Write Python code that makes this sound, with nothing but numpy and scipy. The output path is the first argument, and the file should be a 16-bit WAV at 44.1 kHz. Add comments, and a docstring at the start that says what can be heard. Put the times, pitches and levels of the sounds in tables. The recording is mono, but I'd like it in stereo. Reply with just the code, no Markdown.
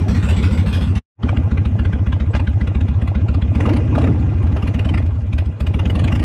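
"""A V-twin motorcycle idles in a garage; after a short fade it is heard from the saddle at a roadside,
where it clunks into gear, is blipped twice and pulls away on the clutch. Engine speed times the firings
and load shapes them. Each is a rasp of turbulent gas, a thump of its pressure front and a boom of the
resonating exhaust pipe, with a rising bark under throttle. A hollow intake pop follows, over the clatter
of valves that excite the modes of the engine cases."""
import sys
import numpy as np
from scipy import signal
from scipy.fft import rfft, irfft
from scipy.io import wavfile
from scipy.ndimage import map_coordinates

SR = 44100
rng = np.random.default_rng(int(sys.argv[2]) if len(sys.argv) > 2 else 0)


def put_to_file(sound):
    """Save the sound as 16-bit audio at rate SR, in the file named by the first command-line argument."""
    columns = np.atleast_2d(sound).T  # one column per channel
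    safe = np.clip(columns, -1, 1)
    whole_steps = np.round(safe * 32767)
    wavfile.write(sys.argv[1], SR, whole_steps.astype(np.int16))


N = 275182
TIME = np.arange(N) / SR
FREQS = np.maximum(np.arange(N // 2 + 1) * SR / N, 1)
LN_1000 = np.log(1000)  # a decay of 60 dB, in nepers

IDLE_RPM, REAR_LAG_DEG = 875, 315
IDLE_CYCLE_S = 2 * 60 / IDLE_RPM
# crank speed: t/s, speed/rpm
GARAGE_SPEED = [(0.1, 810.0), (0.3, 889.0), (0.6, 764.0), (0.8, 842.0), (1.0, 810.0)]
ROAD_SPEED = [(1.23, 889.0), (1.45, 816.0), (1.61, 867.0), (2.5, 890.0), (2.62, 835.0), (2.75, 896.0),
              (3.56, 898.0), (3.71, 1669.0), (3.92, 1609.0), (4.05, 2206.0), (4.31, 1494.0), (4.72, 969.0),
              (4.98, 1485.0), (5.18, 1142.0), (5.59, 760.0), (5.85, 1125.0), (6.19, 1678.0)]
# midrange burble, which stands for engine load: t/s, level/dB
BURBLE = [(1.3, -22), (1.6, -28.5), (3.5, -30), (3.67, -13), (3.78, -22), (3.87, -23.5), (4.0, -15.5),
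          (4.17, -23), (4.4, -27), (4.62, -23.5), (4.94, -25.5), (5.1, -33), (5.55, -35.5), (5.8, -27),
          (6.0, -23), (6.24, -23.5)]
IDLE_BURBLE_DB = -30
# spells of uneven firing, mostly weaker, at idle and between revs:
# start/s, end/s, rasp change/dB, boom change/dB
UNEVEN_SPELLS = [(0, .05, -12, -3.5), (.13, .26, -2, -0.5), (.49, .62, -3, 0.5), (.85, .9, -12, 2),
                 (3.59, 3.62, 1.5, -0.5), (3.784, 3.93, -20, 1.5), (4.082, 4.406, -18.5, 1.5),
                 (4.406, 4.54, -8.5, 2.5), (4.54, 4.74, -1.5, -1.5), (5.003, 5.084, -10, 0.5),
                 (5.1, 5.3, -21.5, -1.5), (5.3, 5.35, -2.5, 2), (5.43, 5.48, -11, 1),
                 (5.48, 5.57, -32, -9.5)]
# loping idle, the rear cylinder barely firing on every other cycle: start/s, end/s
LOPING = [(1.4, 2.6), (2.9, 3.51)]
# each cylinder's firing at idle: starting pitch of its pipe and base levels
FRONT_FIRING = dict(hz=56.6, boom_db=-11, overtone_db=-21, rasp_db=-36.5)
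REAR_FIRING = dict(hz=66.54, boom_db=-9.5, overtone_db=-29.5, rasp_db=-35)
# each pipe: fractional pitch rise, valve-open time at idle, decay time meanwhile, overtone ratio,
# build-up of the boom, arrival and width of the thump
FRONT_PIPE = dict(glide=0.42, open_s=0.043, decay_s=0.2, overtone=3.2,
                  attack_s=.003, thump_s=.0078, thump_width_s=.0034)
REAR_PIPE = dict(glide=0.55, open_s=0.047, decay_s=0.35, overtone=3.15,
                 attack_s=.008, thump_s=.0084, thump_width_s=.0046)
# roadside boom, a little softer from the throttle blips onward: t/s, level/dB
BOOM_LEVEL = [(3.5, -2.5), (4.1, -4.5), (5.0, -4), (5.6, -4), (6.2, -3.5)]

# noise spectra: f/Hz, relative spectral density/dB
GARAGE_RASP = [(300, -2), (1100, 0), (1480, 3), (1800, 2), (3300, -1), (4300, -7.5), (5700, -10),
               (6600, -15.5), (7900, -9), (10900, -24), (12500, -25.5), (15500, -37)]  # exhaust jet indoors
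IDLE_RASP = [(300, 13), (700, 2), (1100, 1.5), (1450, 6.5), (1900, 3.5), (2800, 0), (3600, -3.5),
             (4600, -14), (6500, -20), (9000, -21.5), (12000, -33), (15500, -60.5)]  # jet outdoors, at idle
OPEN_RASP = [(300, 5.5), (480, 6), (700, 3.5), (1200, 0.5), (1600, -0.5), (2100, 3), (2900, 2.5),
             (3600, -5.5), (4600, -9), (6500, -15), (9500, -15), (12500, -24), (15500, -46)]  # jet outdoors, opened up
CHURN = [(35, -11), (100, 10.5), (160, 16.5), (240, 12.5), (320, 4), (390, 2.5), (480, 3), (600, -3.5),
         (1100, -8.5), (1700, -25.5), (3000, -43.5), (9000, -85.5)]  # low burble
HISS = [(600, -10), (1200, -5.5), (2000, -6), (2800, -9), (4500, -20), (6000, -18.5), (9000, -24.5),
        (11500, -38.5), (15500, -75)]  # mechanical rustle
BLAT = [(250, -17), (450, 1.5), (650, -3.5), (950, -6), (1220, 2), (1700, -19), (3000, -28.5), (9000, -65)]  # midrange burst under throttle
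# crossfade from the idle rasp to the open one: t/s, open share (0-1)
OPENING = [(3.45, 0), (3.68, 0.48), (4.1, 0.01), (4.6, 0.68), (5.4, 0.96), (6.2, 0.97)]

# normal modes: f/Hz, level/dB, T60/s
CASE_MODES = [(615, -1, 0.02), (840, 1, 0.04), (1035, -2.5, 0.035), (1193, -2, 0.045), (1400, -5, 0.04),
              (1612, -5.5, 0.07), (2015, -6, 0.06), (2465, -4, 0.022), (2800, -5, 0.045), (3350, -11, .035)]  # engine cases and gearbox
GARAGE_MODES = [(84.2, -3.5, 0.58), (123.7, -1, 0.39), (166.8, 9, 0.31), (203.2, 11.5, 0.64),
                (238, 5.5, 0.4), (266.4, 6.5, 0.45), (446, 6, .3)]  # standing waves between the walls
MUFFLER_MODES = [(314.4, 2.5, 0.19), (463, 13, 0.12)]
AIR_BOX_MODES = [(472, -7, 0.035), (604, -0.5, 0.025), (666, -6, 0.044), (800, -3, 0.025)]

# loose metal in the garage: t/s, f/Hz, level/dB
GARAGE_CLINKS = [(.232, 7660, -42.5), (0.299, 2940, -31.5), (.29, 8500, -48), (.432, 1474, -32.5),
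                 (.435, 2590, -35), (0.524, 7850, -44), (0.729, 3320, -29)]
# the hardest intake pops: t/s, level/dB
HARD_POPS = [(1.269, -23), (1.328, -22.5), (1.473, -29.5), (3.117, -29), (3.588, -20), (3.685, -15),
             (3.979, -10), (4.039, -15), (4.561, -17.5)]
# metal parts jolted by a hard firing or the gear change: t/s, f/Hz, level/dB
PINGS = [(1.289, 2400, -27), (1.291, 2300, -21.5), (1.574, 2410, -27), (2.126, 1605, -25),
         (2.35, 1610, -18), (2.351, 2080, -22), (2.492, 9800, -50), (2.612, 1990, -23.5),
         (2.674, 3390, -34.5), (3.654, 1180, -14.5), (3.951, 1390, -21.5), (4.070, 1230, -31),
         (4.889, 3060, -23), (4.977, 1200, -23), (5.666, 2920, -28), (5.741, 2830, -33), (5.741, 2280, -25),
         (5.793, 2810, -31), (5.899, 2930, -20), (5.951, 1120, -23), (5.993, 2950, -27), (6.038, 1120, -23)]
# squeak of the shift linkage: t/s, f/Hz, level/dB, Gaussian width/s
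SQUEAKS = [(2.317, 7760, -58, 0.0074)]
# impacts as first gear engages: t/s, level/dB
GEAR_KNOCKS = [(2.339, -38), (2.3495, -23.5), (2.3545, -31), (2.364, -26.5)]

# fades of the two scenes: t/s, gain/dB
GARAGE_FADE = [(0, 4.5), (.972, 2.5), (.985, 0), (1.0, -20), (1.025, -59), (1.06, -86)]
ROAD_FADE = [(1.14, -88), (1.175, -41.5), (1.195, -14.5), (1.225, 0), (1.25, 5.5)]
# noise at left and right: f/Hz, coherence, left minus right/dB, phase lead of left/rad
STEREO_FIELD = [(250, 1, 4, -1.05), (530, 0.95, -0.5, 0.73), (1150, 0.71, -5, -1.2),
                (2280, 0.88, -7.5, -0.96), (4380, 0.087, -3.5, -0.6), (8000, 0.88, -2.5, -2),
                (12000, .45, -4, -1.3)]
# the sound is centred at first and spreads wide from about four seconds: t/s, side gain/dB
STEREO_WIDTH = [(0, -47.5), (3.8, -44), (4.2, -7.5), (4.7, -1), (6.2, 4.5)]


def from_db(db):
    """Amplitude ratio of a level in decibels."""
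    return 10 ** (np.asarray(db) / 20)


def unit_rms(x):
    """Normalisation to unit mean power."""
    return x / np.sqrt(np.mean(x ** 2) + 1e-20)


def in_time(curve, s=TIME):
    """Linear interpolation of a curve at the times s."""
    return np.interp(s, *np.transpose(curve))


def over_hz(points):
    """Linear interpolation on a logarithmic frequency axis."""
    hz, value = np.transpose(points)
    return np.interp(np.log(FREQS), np.log(hz), value)


def filtered(x, hz, kind):
    """Second-order low- or high-pass: 12 dB per octave beyond the corner."""
    return signal.sosfilt(signal.butter(2, hz, kind, fs=SR, output="sos"), x)


def resonate(x, modes):
    """Forced response: each mode passes a band that is narrower the longer it rings."""
    out = 0
    for hz, db, t60 in modes:
        resonator = signal.iirpeak(hz, Q=np.pi * hz * t60 / LN_1000, fs=SR)
        out = out + from_db(db) * signal.lfilter(*resonator, x + 1e-18)
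    return out


def add_at(out, s, sound):
    """Superposition of a short sound that starts at time s."""
    at = min(int(s * SR), N)
    out[at:at + len(sound)] += sound[:N - at]


def firing_times(speed, front_s):
    """Crank angle is the integral of speed; rear and front fire in turn, unevenly spaced by the V."""
    degrees = np.cumsum(in_time(speed)) * 360 / 60 / SR
    degrees -= np.interp(front_s, TIME, degrees)  # zero at the first front firing
    due = (720 * np.arange(100)[:, None] + [REAR_LAG_DEG - 720, 0]).ravel()
    last = np.interp(speed[-1][0] + .1, TIME, degrees)
    return np.interp(due[due < last], degrees, TIME)


def unevenness(s):
    """Cycle-to-cycle variation: the changes of rasp and boom at the times s, in dB."""
    return sum(np.outer([rasp_db, boom_db], (s >= start) & (s < end))
               for start, end, rasp_db, boom_db in UNEVEN_SPELLS)


def combustion(speed, front_s, load):
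    """Speed and load shape each uneven firing. Columns: t/s, pipe f/Hz, boom/dB, overtone/dB, rasp/dB."""
    s = firing_times(speed, front_s)
    rear = np.arange(len(s)) % 2 == 0
    idle = {key: np.where(rear, REAR_FIRING[key], FRONT_FIRING[key]) for key in FRONT_FIRING}
    rasp_change_db, boom_change_db = unevenness(s)
    for start, end in LOPING:
        missed = np.flatnonzero(rear & (s > start) & (s < end))[::2]
        rasp_change_db[missed] -= 15
        boom_change_db[missed] += 1
    load_db, revs = load(s), in_time(speed, s) / IDLE_RPM
    pitch_chance, boom_chance, rasp_chance = rng.standard_normal((len(s), 3)).T
    # load heats the pipe and raises its pitch; a weak firing also rings higher
    detune = 0.0046 * load_db - 0.0031 * rasp_change_db + 0.018 * pitch_chance
    hz = idle["hz"] * revs ** 0.12 * (1 + detune)
    boom_db = idle["boom_db"] + boom_change_db + 0.9 * boom_chance
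    heat_db = load_db + 0.49 * rasp_change_db
    overtone_db = idle["overtone_db"] + boom_change_db + 0.47 * heat_db
    # the rasp hardens both under throttle and when the engine is dragged below idle
    rasp_db = idle["rasp_db"] + rasp_change_db + 0.15 * np.abs(load_db) + 0.3 * rasp_chance
    rasp_db += 0.5 * (~rear & (s > 5.7))  # the front cylinder cracks harder pulling away
    return np.c_[s, hz, boom_db, overtone_db, rasp_db]


def cycles(firings):
    """Period of the four-stroke cycle at each firing, in seconds: two firings to a cycle."""
    return 2 * np.gradient(firings[:, 0])


def exhaust(firings, thump_db, low_mode_db, high_mode_db, overtone_fall_db, after_ring, tune=1):
    """Pipe resonance: a steep pressure front thumps, and the modes ring until the valve chokes them."""
    glide_s, closing_s, thump_rise_s = .042, .003, .0015
    out = np.zeros(N)
    for k, ((s, hz, boom_db, overtone_db, rasp_db), cycle) in enumerate(zip(firings, cycles(firings))):
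        pipe = FRONT_PIPE if k % 2 else REAR_PIPE
        span = (TIME >= s) & (TIME < s + cycle)
        age = TIME[span] - s
        progress = age / cycle
        glide = 1 + pipe["glide"] * np.minimum(age / glide_s, 1)  # the rising piston lifts the pitch
        phase = 2 * np.pi * np.cumsum(tune * hz * glide) / SR
        shut_s = pipe["open_s"] * (cycle / IDLE_CYCLE_S) ** 0.4
        is_open = 1 / (1 + np.exp((age - shut_s) / closing_s))
        decay = is_open * np.exp(-age / pipe["decay_s"]) + (1 - is_open) * after_ring * (1 - progress)
        attack = 1 - np.exp(-age / pipe["attack_s"])
        low_mode = from_db(low_mode_db) * np.sin(1.607 * phase)
        high_mode = from_db(high_mode_db) * np.sin(4.4 * phase) * (1 - progress) ** 4
        # gusts of hot gas detune the overtone
        wander_rad = 1.6 * progress * np.interp(progress, np.linspace(0, 1, 10), rng.standard_normal(10))
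        upper = np.sin(pipe["overtone"] * phase + wander_rad) + high_mode - low_mode
        upper_gain = from_db(overtone_db - overtone_fall_db * progress)
        wave = from_db(boom_db) * np.sin(phase) + upper_gain * upper
        thump_age = age - pipe["thump_s"]
        thump = np.tanh(thump_age / thump_rise_s) * np.exp(-(thump_age / pipe["thump_width_s"]) ** 2)
        weakness_db = 0.48 * min(rasp_db - FRONT_FIRING["rasp_db"], 0)
        out[span] += from_db(thump_db + weakness_db) * thump - wave * decay * attack
    return out


def flicker(x, spread_db, per_octave, per_s):
    """Random modulation of narrow bands: turbulence excites now one resonance, now another."""
    hz, s, bins = signal.stft(x, nperseg=1024, noverlap=768, fs=SR)
    grid = np.meshgrid(per_octave * np.log2(1 + hz / 250), per_s * s, indexing="ij")
    chance = map_coordinates(rng.standard_normal((96, 512)), grid, order=1, mode="wrap")
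    gain = from_db(spread_db * np.clip(chance, -2, 1.5))
    return signal.istft(bins * gain, nperseg=1024, noverlap=768)[1][:, :N]


def turbulence(spectrum, ring, **flicker_settings):
    """Broadband noise of unit power, coloured by the case modes and partly coherent between the sides."""
    field = np.array(STEREO_FIELD)
    coherence, balance_db, lead_rad = [over_hz(field[:, [0, k]]) for k in (1, 2, 3)]
    alike = np.sqrt(np.clip(coherence, 0, 1))
    sides = np.array([[1], [-1]]) * (FREQS > 330)  # the bass is the same on both sides
    modes = sum(from_db(db) / (1 + ((FREQS - hz) * t60 * 2 * np.pi / LN_1000) ** 2)
                for hz, db, t60 in CASE_MODES)
    mid, side = rfft(rng.standard_normal((2, N)))
    pair = (np.sqrt(1 + alike) * mid + np.sqrt(1 - alike) * side * sides) * np.exp(.5j * sides * lead_rad)
    colour = from_db(over_hz(spectrum) + sides * balance_db / 2) * (1 + ring * modes)
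    return unit_rms(flicker(irfft(pair * colour, N), **flicker_settings))


def blowdown(firings, peak_s, width_s, tail_db, tail_s, hold_s=0):
    """Envelope of the gas jet: a swell and a tail as each exhaust valve opens, adding in power."""
    power = np.zeros(N)
    for s, *_, rasp_db in firings:
        span = np.abs(TIME - s) < .5
        age = TIME[span] - s - peak_s
        swell = np.exp(-.5 * (age / width_s) ** 2)
        tail = from_db(tail_db) * np.where(age > 0, np.exp(-np.maximum(age - hold_s, 0) / tail_s), swell)
        power[span] += from_db(rasp_db) ** 2 * (swell ** 2 + tail ** 2)
    return np.sqrt(power)


def running_noise(boom, churn_db, hiss_db, throb):
    """Amplitude modulation: burble and mechanical rustle throb with the gas swinging in the pipes."""
    churn = from_db(churn_db) * turbulence(CHURN, ring=0.064, spread_db=7, per_octave=3.78, per_s=45)
    hiss = from_db(hiss_db) * turbulence(HISS, ring=2.85, spread_db=4, per_octave=4.81, per_s=40)
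    return np.exp(-throb * boom) * (churn + hiss)


def garage_echo(x, t60=0.14):
    """Reverberation: diffuse reflections from bare walls decay exponentially, the bass centred."""
    age = TIME[:SR // 2]
    mid, side = rng.standard_normal((2, len(age)))
    diffuse = mid + filtered(side, 900, "high") * [[1], [-1]]
    tail = diffuse * np.exp(-LN_1000 * age / t60) * (age > .008)
    return signal.fftconvolve(x, tail / np.sqrt(np.sum(tail[0] ** 2)), axes=1)[:, :N]


def case_knocks(knocks, damping, crunch_s, crunch_db=1):
    """Impulse response of the cases: a knock rings each mode with random strength, over a dull crunch."""
    s, level_db = np.transpose(knocks)
    at = np.clip((s * SR).astype(int), 0, N - 1)
    ring, impulses = np.zeros(N), np.zeros(N)
    for hz, mode_db, t60 in CASE_MODES:
        strength = from_db(level_db + mode_db + rng.normal(0, 2.5, len(at)))
        impulses[at] = strength * rng.choice([-1, 1], len(at))
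        radius, angle = np.exp(-LN_1000 * damping / (t60 * SR)), 2 * np.pi * hz / SR
        feedback = [1, -2 * radius * np.cos(angle), radius ** 2]
        ring += signal.lfilter([0, np.sin(angle)], feedback, impulses + 1e-18)
    impulses[at] = from_db(level_db + crunch_db)
    envelope = signal.lfilter([1], [1, -np.exp(-1 / (crunch_s * SR))], impulses + 1e-18)
    crunch = envelope * rng.standard_normal((2, N))
    return filtered(filtered(ring + crunch, 3200, "low"), 9000, "low")


def valve_gear(firings, tick_db):
    """Impact excitation: half a cycle after each firing a valve drops on its seat."""
    seat_s = firings[:, 0] + 0.5 * cycles(firings)
    time_chance, level_chance = rng.standard_normal((len(seat_s), 2)).T
    knocks = np.c_[seat_s + .002 * time_chance, tick_db + 3 * level_chance]
    return case_knocks(knocks, damping=0.8, crunch_s=0.0042)


def clinks(t60=0.28):
    """Sympathetic vibration: loose metal, rattled by the engine, rings on as narrow bands of noise."""
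    out = 0
    for s, hz, db in GARAGE_CLINKS:
        age = np.maximum(TIME - s, 0)
        band = unit_rms(resonate(rng.standard_normal((2, N)), [(hz, 0, 0.019)]))
        out = out + band * from_db(db - 60 * age / t60) * (age > 0)
    return out


def garage_idle():
    """Idle in an enclosure: the boom drives standing waves and reflections draw every rasp out."""
    firings = combustion(GARAGE_SPEED, front_s=.0835, load=np.zeros_like)
    boom = from_db(-1.5) * exhaust(firings, thump_db=-14.5, low_mode_db=-3, high_mode_db=-32.5,
                                   overtone_fall_db=6, after_ring=0.79, tune=0.95)
    jet = turbulence(GARAGE_RASP, ring=0.4, spread_db=6, per_octave=16, per_s=14.27)
    rasp = jet * blowdown(firings, peak_s=0.002, width_s=0.0028, tail_db=6.5, tail_s=0.039, hold_s=0.02)
    direct = boom + from_db(-2) * rasp + valve_gear(firings, tick_db=-53) + clinks()
    running = running_noise(boom, churn_db=-26.5, hiss_db=-45.5, throb=0.35)
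    echo = from_db(-9) * garage_echo(filtered(direct, 170, "high"))
    return direct + running + resonate(boom, GARAGE_MODES) + echo


def road_load(s):
    """Engine load at the times s, as a level difference from idle in dB."""
    return in_time(BURBLE, s) - IDLE_BURBLE_DB


def road_rasp(burst):
    """Jet noise: bursts of gas shift between the idle and open spectra and set the cases ringing."""
    opening = in_time(OPENING)
    idle_jet = from_db(4.5) * turbulence(IDLE_RASP, ring=1, spread_db=7, per_octave=7.5, per_s=22)
    open_jet = from_db(3.5) * turbulence(OPEN_RASP, ring=0.94, spread_db=6.5, per_octave=7.5, per_s=22)
    rasp = burst * (np.sqrt(1 - opening) * idle_jet + np.sqrt(opening) * open_jet)
    return rasp + from_db(-16) * resonate(filtered(rasp, 1500, "high"), CASE_MODES)


def intake_pops(firings, level_db, front_db=-6, attack_s=.003):
    """Cavity resonance: each intake stroke gulps air and rings the air box, a few much harder."""
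    front = np.arange(len(firings)) % 2
    level_db = level_db + front_db * front + 1.2 * rng.standard_normal(len(firings))
    intake_s = firings[:, 0] + .285 * cycles(firings)
    age, out = TIME[:SR // 10], np.zeros(N)
    for s, db in np.r_[HARD_POPS, np.c_[intake_s, level_db]]:
        ring = 0
        for hz, mode_db, t60 in AIR_BOX_MODES:
            detune, offset = rng.standard_normal(2)
            phase = 2 * np.pi * hz * (1 + .03 * detune) * age + np.pi * offset
            ring = ring + np.sin(phase) * from_db(db + mode_db - 60 * age / t60)
        add_at(out, s, ring * (1 - np.exp(-age / attack_s)))
    return out


def pings(attack_s=.002, t60=.034):
    """Free vibration: a jolted metal part rings briefly as one damped sinusoid."""
    age, out = TIME[:SR // 8], np.zeros(N)
    attack = 1 - np.exp(-age / attack_s)
    for s, hz, db in PINGS:
        add_at(out, s, np.sin(2 * np.pi * hz * age) * attack * from_db(db - 60 * age / t60))
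    return out


def gear_shift(thud_hz=593, thud_db=-16, thud_t60=0.025):
    """Impact of the gear dogs: the linkage squeaks, then the cases ring with a damped thud."""
    squeak = sum(from_db(db) * np.exp(-.5 * ((TIME - s) / width) ** 2) * np.sin(2 * np.pi * hz * TIME)
                 for s, hz, db, width in SQUEAKS)
    age = np.maximum(TIME - GEAR_KNOCKS[1][0], 0)  # from the hardest knock
    thud = np.sin(2 * np.pi * thud_hz * age) * from_db(thud_db - 60 * age / thud_t60)
    return squeak + thud + from_db(-2.5) * case_knocks(GEAR_KNOCKS, damping=1.2, crunch_s=0.012)


def barks(firings, level_db, start_hz=205, top_hz=332):
    """Frequency glide: under throttle each firing gives a short bark that sweeps upward in pitch."""
    sweep_s, attack_s, length_s, octave_db = 0.0132, 0.0017, 0.026, -13.5
    age, out = TIME[:SR // 8], np.zeros(N)
    sweep_hz = top_hz + (start_hz - top_hz) * np.exp(-age / sweep_s)
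    swell = (1 - np.exp(-age / attack_s)) * np.exp(-(age / length_s) ** 2)
    for s, db in zip(firings[:, 0] + FRONT_PIPE["thump_s"], level_db):
        detune = 0.067 * rng.standard_normal()
        phase = 2 * np.pi * np.cumsum(sweep_hz * (1 + detune)) / SR
        add_at(out, s, from_db(db) * swell * (np.sin(phase) + from_db(octave_db) * np.sin(2 * phase)))
    return out


def roadside():
    """Free-field radiation: idle, two blips and pulling away, the layers swelling with load."""
    firings = combustion(ROAD_SPEED, front_s=1.2305, load=road_load)
    load_db, firing_load_db = road_load(TIME), road_load(firings[:, 0])
    uneven_db, _ = unevenness(firings[:, 0])
    boom = exhaust(firings, thump_db=-11.5, low_mode_db=-3, high_mode_db=-11,
                   overtone_fall_db=8.5, after_ring=0.36)
    boom *= from_db(in_time(BOOM_LEVEL))
    bark = barks(firings, level_db=-33.5 + 1.195 * firing_load_db + 0.11 * uneven_db)
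    muffler = resonate(boom + bark, MUFFLER_MODES) * from_db(-11.5 + 0.13 * load_db)
    burst = blowdown(firings, peak_s=0.0033, width_s=0.0046, tail_db=-5, tail_s=0.02)
    rasp = road_rasp(burst)
    blat = burst * turbulence(BLAT, ring=0.88, spread_db=6, per_octave=5.65, per_s=24)
    blat *= from_db(-8.5 + 0.86 * load_db)
    running = running_noise(boom, churn_db=-33.5 + 0.7 * load_db,
                            hiss_db=-49.5 + 0.62 * load_db, throb=0.93)
    ticks = valve_gear(firings, tick_db=-51 + 0.21 * firing_load_db)
    pops = intake_pops(firings, level_db=-26 + 0.089 * firing_load_db + 0.37 * uneven_db)
    return boom + bark + muffler + rasp + blat + running + ticks + pops + pings() + gear_shift()


def scene():
    """The garage fades out and the roadside in; a growing left-right difference widens the image."""
    garage = from_db(in_time(GARAGE_FADE)) * garage_idle()
    road = from_db(in_time(ROAD_FADE)) * roadside()
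    left, right = garage + road
    mid = (left + right) / 2
    bass = filtered(mid, 900, "low")
    late_bass = np.interp(TIME - 67e-6, TIME, bass)  # the exhaust reaches one side a little later
    side = (left - right + late_bass - bass) / 2
    return mid + from_db(in_time(STEREO_WIDTH)) * side * [[1], [-1]]


def record(dry):
    """Band limiting and soft saturation: the deepest bass is thinned, peaks are rounded, the top cut."""
    thinned = filtered(filtered(dry, 39, "high"), 28, "high")
    rounded = 1.237 * np.tanh(thinned / 1.61)
    return signal.sosfilt(signal.cheby2(12, 70, 16700, fs=SR, output="sos"), rounded)


dry = scene()
out = record(dry)
put_to_file(out)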